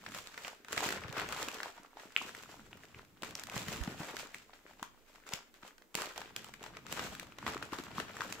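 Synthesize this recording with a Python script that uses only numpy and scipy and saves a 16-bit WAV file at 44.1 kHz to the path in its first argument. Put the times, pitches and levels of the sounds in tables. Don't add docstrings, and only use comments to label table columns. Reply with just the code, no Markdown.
import sys
import numpy as np
from scipy import signal
from scipy.fft import rfft, irfft, next_fast_len
from scipy.io import wavfile
from scipy.ndimage import map_coordinates

SR = 44100
rng = np.random.default_rng(int(sys.argv[2]) if len(sys.argv) > 2 else 0)


def dump(signal):
    limited = np.clip(np.atleast_2d(signal).T, -1, 1)
    pcm = np.round(limited * 32767).astype(np.int16)
    wavfile.write(sys.argv[1], SR, pcm)


def linear_from_db(decibels):
    return 10 ** (np.asarray(decibels, float) / 20)


N = 370440

# start in seconds, before SNAP_DELAY_S, base level in dB, ring pitch in Hz,
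# crack relative to the base in dB, ring relative to the base in dB.
CREASE_SNAPS = [(0.062, -30.5, 1810, -30, -7.5), (0.146, -31.5, 1350, -10.5, -6),
                (0.185, -26, 1820, -18, -5), (0.271, -38, 3550, -7.5, 2), (0.341, -42, 1410, -21, -9),
                (0.376, -28.5, 1920, -22, -6.5), (0.447, -25, 2510, -32, -5.5),
                (0.479, -29.5, 890, -14.5, -7.5), (0.646, -38, 2030, -15.5, -5.5),
                (0.683, -33.5, 1370, -17, -6), (0.728, -24.5, 1580, -11, -5), (0.776, -22, 2080, -13, -8),
                (0.888, -23.5, 1680, -12.5, -2), (0.923, -29, 1440, -9, -9.5), (0.973, -34, 1770, -33, -5),
                (1.036, -30.5, 2210, -27.5, -3), (1.081, -32.5, 1780, -23, -6), (1.17, -32, 1890, -19, -4),
                (1.18, -29, 1550, -14, -13), (1.196, -25, 2050, -16.5, -5), (1.288, -34, 1870, -7.5, -5),
                (1.323, -31.5, 1120, -6.5, -11), (1.484, -25, 2560, -13, -5), (1.566, -37, 1400, -28, -6),
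                (1.584, -39, 1100, -25, -5), (1.602, -27.5, 1690, -44, -5), (1.63, -33, 1510, -27, -8.5),
                (1.777, -41, 874, -25, -6.5), (1.969, -34.5, 837, -33, -3.5), (1.996, -38.5, 1270, -25, -8),
                (2.163, -12, 2610, -37, 1.5), (2.214, -32.5, 1070, -23, 0.5), (2.291, -33, 1740, -19, -5),
                (2.348, -29.5, 1870, -22, -4), (2.458, -45, 1250, -25, -1), (2.729, -35, 2700, -33, -2),
                (2.834, -37.5, 1880, -22, -4.5), (2.945, -37, 2380, -48, -1.5), (3.221, -42, 686, -1, -2),
                (3.232, -29.5, 1290, -15, -16), (3.352, -23.5, 5500, -17, 0.5), (3.395, -40, 1480, -1, -6),
                (3.435, -34.5, 1560, -5, -2), (3.497, -30.5, 2510, -16, -3.5),
                (3.682, -24, 1850, -16, -5.5), (3.874, -30, 780, -37, -7), (4.032, -33.5, 1750, -27, -7),
                (4.166, -30, 1580, -9, -6.5), (4.344, -34.5, 2120, -9, 3.5), (4.532, -41.5, 780, -31, -7),
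                (4.709, -43.5, 786, -27, -5), (4.794, -43.5, 830, -20, -7), (4.827, -24, 1060, -16, -5),
                (5.151, -49, 2250, -16, -5), (5.265, -40, 1240, -19, -4), (5.289, -37, 7600, -9, 1),
                (5.321, -36, 940, -22, -2), (5.335, -23.5, 5250, -8.5, -2), (5.54, -51, 2010, -6, -9),
                (5.628, -40, 1230, -20, -5.5), (5.677, -43.5, 1240, -6.5, -7), (5.78, -51, 1830, -7, -8.5),
                (5.82, -47.5, 1500, -16, -7), (5.943, -39, 1260, -5, -6), (5.951, -32, 1010, 3, -6.5),
                (5.976, -35, 1230, -16, -7), (6.018, -29, 1300, -6.5, -14), (6.159, -40, 900, -17, -8.5),
                (6.177, -32, 740, -7, -5.5), (6.215, -32.5, 890, -18, -7),
                (6.362, -23.5, 3050, -12.5, -3.5), (6.443, -41, 830, -3, -7),
                (6.538, -41.5, 2170, -7.5, -9), (6.638, -36, 870, -10, -7), (6.661, -36, 910, -19, -8),
                (6.768, -35.5, 1530, -15, -8), (6.865, -34.5, 1360, -13.5, -5.5),
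                (6.924, -30.5, 1140, -3.5, -7), (6.992, -23.5, 1940, -32, -7),
                (7.196, -29, 2110, -10, -2.5), (7.321, -39.5, 2570, -22, -5),
                (7.384, -36.5, 1130, -12, -15), (7.427, -36.5, 1100, -28, 1), (7.464, -23, 1180, -28, -7),
                (7.477, -24.5, 1160, -18, -1), (7.566, -28, 1190, -33, -4), (7.625, -22.5, 1310, -24, -5),
                (7.731, -22.5, 1120, -28, -4), (7.785, -30.5, 1120, -14, -5.5), (7.913, -39, 920, -23, -7),
                (7.981, -23, 1150, -38, -3.5), (7.999, -25, 1180, -22, -7.5), (8.167, -30, 1680, -17.5, -3),
                (8.206, -21.5, 1680, -32, -5.5), (8.217, -25, 1220, -21, -0.5), (8.324, -28, 2540, -8, -4)]
# start in seconds, level in dB, pitch in Hz, left over right in dB.
LOW_THUMPS = [(1.049, -41.5, 105, 6), (1.094, -42, 135, -12), (1.477, -38.5, 320, 1.5),
              (2.497, -53, 290, 7), (2.959, -50, 104, 3), (3.23, -37.5, 282, -0.5), (3.561, -35, 134, -6),
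              (3.686, -35, 161, 4), (3.804, -39, 57.6, -24), (3.876, -28.5, 200, 2), (4.001, -33.5, 168, 1),
              (4.823, -41, 231, 2.5), (5.334, -40.5, 175, 4), (5.953, -46.5, 152, 1.5),
              (6.926, -39.5, 308, -2), (7.464, -39, 210, 3), (7.558, -33, 338, 3), (7.726, -32.5, 302, 5),
              (7.787, -35.5, 335, 3), (7.983, -35.5, 222, 1)]
# frequency in Hz, relative density in dB.
PAPER_COLOUR = [(120, -32), (200, -27), (262, -7.5), (334, -20), (413, 0), (741, -8.5), (1390, 2),
                (6000, -14.5), (7800, -46), (13200, -120)]
# frequency in Hz, relative density in dB.
FILM_COLOUR = [(1500, -12.5), (2500, -3.5), (4300, -7.5), (6000, -8.5), (7600, -5.5), (8900, -18),
               (11500, -15.5), (15600, -17), (16000, -62), (16700, -60), (17000, -90)]
# frequency in Hz, relative density in dB.
MATTRESS_COLOUR = [(15, -49), (28, -42), (54, -1), (97, -1.5), (205, -1), (330, -5), (500, -20), (800, -54)]
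# frequency in Hz, relative density in dB.
HUSH_COLOUR = [(12, -13), (22, 11.5), (35, -17), (60, -6.5), (110, -23.5), (262, -4.5), (1480, -20),
               (2200, -20.5), (4940, -26.5), (7400, -22.5), (9400, -30), (15600, -22.5), (16000, -47),
               (17000, -100)]
# frequency in Hz, left-right correlation from 0 to 1.
PORT_LIKENESS = [(30, 0.078), (70, 0.48), (140, 0.99), (300, 0.86), (1000, 0.52), (2500, 0.32),
                 (5000, 0.029), (15000, .02)]
# frequency in Hz, left over right in dB.
PORT_BALANCE = [(25, -1), (60, 2.5), (130, -1)]
# frequency in Hz, time to fall by 60 dB in seconds.
ROOM_DECAY = [(200, 0.29), (1000, 0.25), (3000, 0.34), (8000, 0.25), (15000, 0.091)]
# delay in seconds, level relative to the bag in dB.
FIRST_ECHOES = [(.003, -43.5), (0.0095, -18.5), (0.013, -31), (0.0202, -16.5)]
# time in seconds, pitch in Hz, level in dB.
SLACKENING_PANEL = [(2.555, 325, -70), (2.57, 310, -59), (2.615, 211, -55), (2.65, 160, -73)]
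# peak time in seconds, relative creasing level in dB,
# rise in seconds and fall in seconds (each the time for SWING_DB of paper level), film relative to creasing in dB.
HAND_GRIPS = [(.08, -55.5, 0.033, 0.37, -11), (.188, -52, .4, 0.27, -3.5), (.46, -48, 0.6, 0.18, -7.5),
              (0.734, -38.5, 0.078, 0.051, -8.5), (.786, -35, 0.051, 0.063, -7.5),
              (.844, -33.5, 0.07, 0.21, -7), (1.186, -41.5, .15, 0.45, -17),
              (1.422, -40.5, .45, 0.39, -8.5), (1.66, -54, 0.8, 0.3, -6.5), (2.012, -51.5, 0.095, 0.39, -9),
              (2.171, -49.5, 0.016, 1, -6), (2.546, -62, 0.56, 0.092, -1), (2.832, -62, 0.11, 0.11, -5),
              (2.99, -55, 0.1, 0.069, -11), (3.247, -44, 0.038, 0.12, -7.5), (3.362, -53, .03, 0.37, -12),
              (3.56, -41, 0.082, 0.26, -5), (3.697, -42, 0.13, 0.37, -6.5), (4.047, -44.5, 0.82, .4, -9.5),
              (4.201, -50.5, 0.1, 0.088, 2), (4.355, -55.5, 0.07, 0.24, -4),
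              (4.544, -58.5, 0.087, .2, -9.5), (4.699, -57.5, .15, 0.52, -12),
              (4.837, -60, 0.049, .075, -2.5), (5.172, -59.5, 0.41, 0.13, -9), (5.272, -54, .015, .2, -9),
              (5.341, -45.5, 0.098, .1, -6.5), (5.555, -60, 0.071, 0.11, -8),
              (5.671, -51.5, 0.084, .093, -9.5), (5.956, -39.5, .008, 0.26, -5),
              (6.03, -51.5, 0.14, 0.087, -7), (6.212, -48.5, 0.15, 0.25, -12),
              (6.376, -53.5, 0.032, 0.48, -9), (6.655, -48, 0.099, 0.18, -13),
              (6.783, -75, 0.057, 0.13, -6), (6.924, -44, 0.095, 0.26, -5.5),
              (7.052, -41, 0.242, 0.29, -7.5), (7.476, -40, 0.11, 0.23, -12),
              (7.634, -50.5, 0.053, .27, -10), (7.732, -44, 0.035, 0.32, -11),
              (7.995, -41, 0.16, 0.16, -10), (8.215, -44.5, 0.27, 0.64, -10)]
# time in seconds, relative weight on the mattress in dB, left over right in dB.
BAG_ON_BED = [(0, -53.5, 2), (.6, -69.5, 0.5), (1.06, -49.5, 3), (1.4, -57.5, 2.5), (1.9, -75, 1),
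              (2.5, -54.5, 3.5), (3.1, -52.5, 1.5), (3.3, -53, 2.5), (3.8, -47, 2.5), (4.4, -63, 3),
              (4.9, -64, 3.5), (5.9, -81, 2), (6.3, -58, 1.5), (6.9, -50.5, 4), (7.4, -50, 2.5),
              (8.4, -52.5, 3.5)]

SWING_DB, FILM_STEEPER = 20, 1.53
BED_FOLLOWS, FIRM_DB = 0.47, -49.5
SNAP_DELAY_S = 0.001247


def unit(x):
    return x / np.sqrt(np.mean(x ** 2) + 1e-20)


def along(points, hz):
    f, v = np.transpose(points)
    return np.interp(np.log(hz + 1), np.log(f + 1), v)


def curves(rows):
    s, *columns = np.transpose(rows)
    return [np.interp(np.arange(N) / SR, s, column) for column in columns]


def wobble(rate):
    knots = rng.standard_normal(int(N * rate / SR) + 4)
    return map_coordinates(knots, [np.arange(N) * rate / SR])


def filtered(x, response):
    m = next_fast_len(N + 8192)
    return irfft(rfft(x, m) * response(np.fft.rfftfreq(m, 1 / SR)), m)[..., :N]


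def sides(lean_db):
    return linear_from_db(np.multiply.outer([.5, -.5], lean_db))


def rush(colour):
    def mid_side_gains(hz):
        angle = np.arccos(np.clip(along(PORT_LIKENESS, hz), 0, 1)) / 2
        return linear_from_db(along(colour, hz)) * [np.cos(angle), np.sin(angle)]

    mid, side = filtered(rng.standard_normal((2, N)), mid_side_gains)
    return unit(np.array([mid + side, mid - side]))


def rings(s, db, hz, lean_db, cycles, lag_s, size):
    early = 8
    out = np.zeros((2, N + size))
    at = np.clip(np.round(s * SR).astype(int), 0, N - 1)[:, None] + np.arange(size)
    for ch, (gain, way) in enumerate(zip(sides(lean_db), (.5, -.5))):
        since_s = np.arange(-early, size - early) / SR - way * lag_s[:, None]
        turns = np.maximum(since_s, 0) * hz[:, None]
        u = 2 * turns / cycles
        swell = (u * np.exp(1 - u)) ** 2
        wave = (linear_from_db(db) * gain)[:, None] * swell * np.sin(2 * np.pi * turns)
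        out[ch] = np.bincount(at.ravel(), wave.ravel(), N + size)
    return out[:, early:N + early]


def bursts(s, db, life_s):
    t = np.arange(SR // 20)
    at = np.clip(np.round(s * SR).astype(int), 0, N - 1)[:, None] + t
    shape = linear_from_db(db)[:, None] * np.exp(-t / SR / life_s)
    return np.bincount(at.ravel(), shape.ravel(), N + len(t))[:N]


def hush():
    return linear_from_db(-67.5) * rush(HUSH_COLOUR)


def room(x):
    hz, t, z = signal.stft(rng.standard_normal((2, SR // 2)), SR, nperseg=256)
    fading = z * linear_from_db(-60 * t / along(ROOM_DECAY, hz)[:, None])
    tail = signal.istft(fading, SR, nperseg=256)[1]
    tail = linear_from_db(-11) * tail / np.linalg.norm(tail[0])
    answer = np.pad(tail, ((0, 0), (round(.011 * SR), 0)))
    for s, db in FIRST_ECHOES:
        answer[[0, 1], round(s * SR) + rng.integers(0, 12, 2)] += linear_from_db(db)
    return signal.fftconvolve(x, answer, axes=1)[:, :N]


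def mattress_and_puff(level_db):
    s, db, hz, lean_db = np.transpose(LOW_THUMPS)
    lag_s = rng.normal(0, 1e-4, len(s))
    swings = rings(s, db, hz, lean_db, cycles=1.34, lag_s=lag_s, size=4000)
    rumble_db = level_db + 2.7 * wobble(13) - 6.5
    return swings + linear_from_db(rumble_db) * rush(MATTRESS_COLOUR)


def glide():
    hz, db = curves(SLACKENING_PANEL)
    t = np.arange(N) / SR
    sounding = (t > SLACKENING_PANEL[0][0]) * (t < SLACKENING_PANEL[-1][0])
    return linear_from_db(db) * sounding * np.sin(2 * np.pi * np.cumsum(hz) / SR)


def hands():
    t = np.arange(0, N + 64, 64) / SR
    paper, film = 1e-10, 1e-10
    for s, db, rise_s, fall_s, film_db in HAND_GRIPS:
        below_db = SWING_DB * np.maximum((s - t) / rise_s, (t - s) / fall_s)
        paper = paper + linear_from_db(db - below_db) ** 2
        film = film + linear_from_db(db + film_db - FILM_STEEPER * below_db) ** 2
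    return [np.interp(np.arange(N) / SR, t, 10 * np.log10(power)) for power in (paper, film)]


def crackle(level_db, clumps, count=1500):
    tick_db = np.minimum(3.2 * rng.exponential(size=count), 18)
    ticks = unit(bursts(rng.random(count) * N / SR, tick_db, life_s=0.0011))
    return linear_from_db(level_db + 2.0 * clumps - 0.5) * (1.074 + 0.65 * ticks) * rush(FILM_COLOUR)


def creasing(level_db, lean_db, clumps, count=9000):
    when, chance = rng.random((2, count))
    pitch, size = rng.standard_normal(count), rng.exponential(size=count)
    lean, lag = rng.standard_normal((2, count))
    busy = np.clip(linear_from_db(1.1 * (level_db[(when * N).astype(int)] + 41.5)), .04, 1)
    size_db = np.minimum(4.64 * size, 15) + 1.5 * pitch
    size_db = np.where(chance < busy, size_db - 10 * np.log10(busy), -120)
    hz = np.clip(1100 * np.exp(.65 * pitch), 250, 7000)
    pops = rings(when * N / SR, size_db, hz, 1.4 * lean, cycles=1.24, lag_s=9e-5 * lag, size=300)
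    crumple = unit(unit(pops) + 0.79 * rush(PAPER_COLOUR))
    return linear_from_db(level_db + 3.3 * clumps - 4.0) * sides(lean_db) * crumple


def chance_snaps(level_db, count=90):
    when, luck = rng.random(count), rng.standard_normal((4, count))
    base_db = level_db[(when * N).astype(int)] + 11 + 2.5 * luck[0]
    hz = 1670 * np.exp(0.36 * luck[1])
    crack_db = -16 + 5.5 * luck[2]
    ring_db = np.minimum(-6 + 0.5 * luck[3], 0)
    return [when * N / SR, base_db, hz, crack_db, ring_db]


def snaps(level_db, lean_db):
    rows = np.hstack([np.transpose(CREASE_SNAPS), chance_snaps(level_db)])
    s, db, hz, crack_db, ring_db = rows
    s = s + SNAP_DELAY_S
    side_db = 1.22 * rng.standard_normal(len(s))
    ring = rings(s - .0003, db + ring_db, hz, side_db, cycles=2.2, lag_s=-3e-5 * side_db, size=500)
    crunch_db = db + np.minimum(-2.6 * ring_db - 26, -3.5)
    crunch = bursts(s, crunch_db, life_s=0.0042) * rush(PAPER_COLOUR)
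    crack = bursts(s, db + crack_db + 4.0, life_s=0.0012)
    crack = crack + bursts(s, db + crack_db - 7.5, life_s=0.0045)
    return sides(lean_db) * (ring + crunch) + crack * rush(FILM_COLOUR)


def scene():
    paper_db, film_db = hands()
    weight_db, lean_db = curves(BAG_ON_BED)
    clumps = wobble(40)
    low = mattress_and_puff(weight_db + BED_FOLLOWS * (paper_db - FIRM_DB))
    bag = crackle(film_db, clumps) + creasing(paper_db, lean_db, clumps) + snaps(paper_db, lean_db)
    return hush() + low + glide() + bag + room(bag)


def top_cut(x):
    return signal.sosfilt(signal.butter(12, 16820, fs=SR, output="sos"), x)


def record(dry):
    mix = filtered(dry, lambda hz: sides(along(PORT_BALANCE, hz)))
    return top_cut(mix)


dry = scene()
out = record(dry)
dump(out)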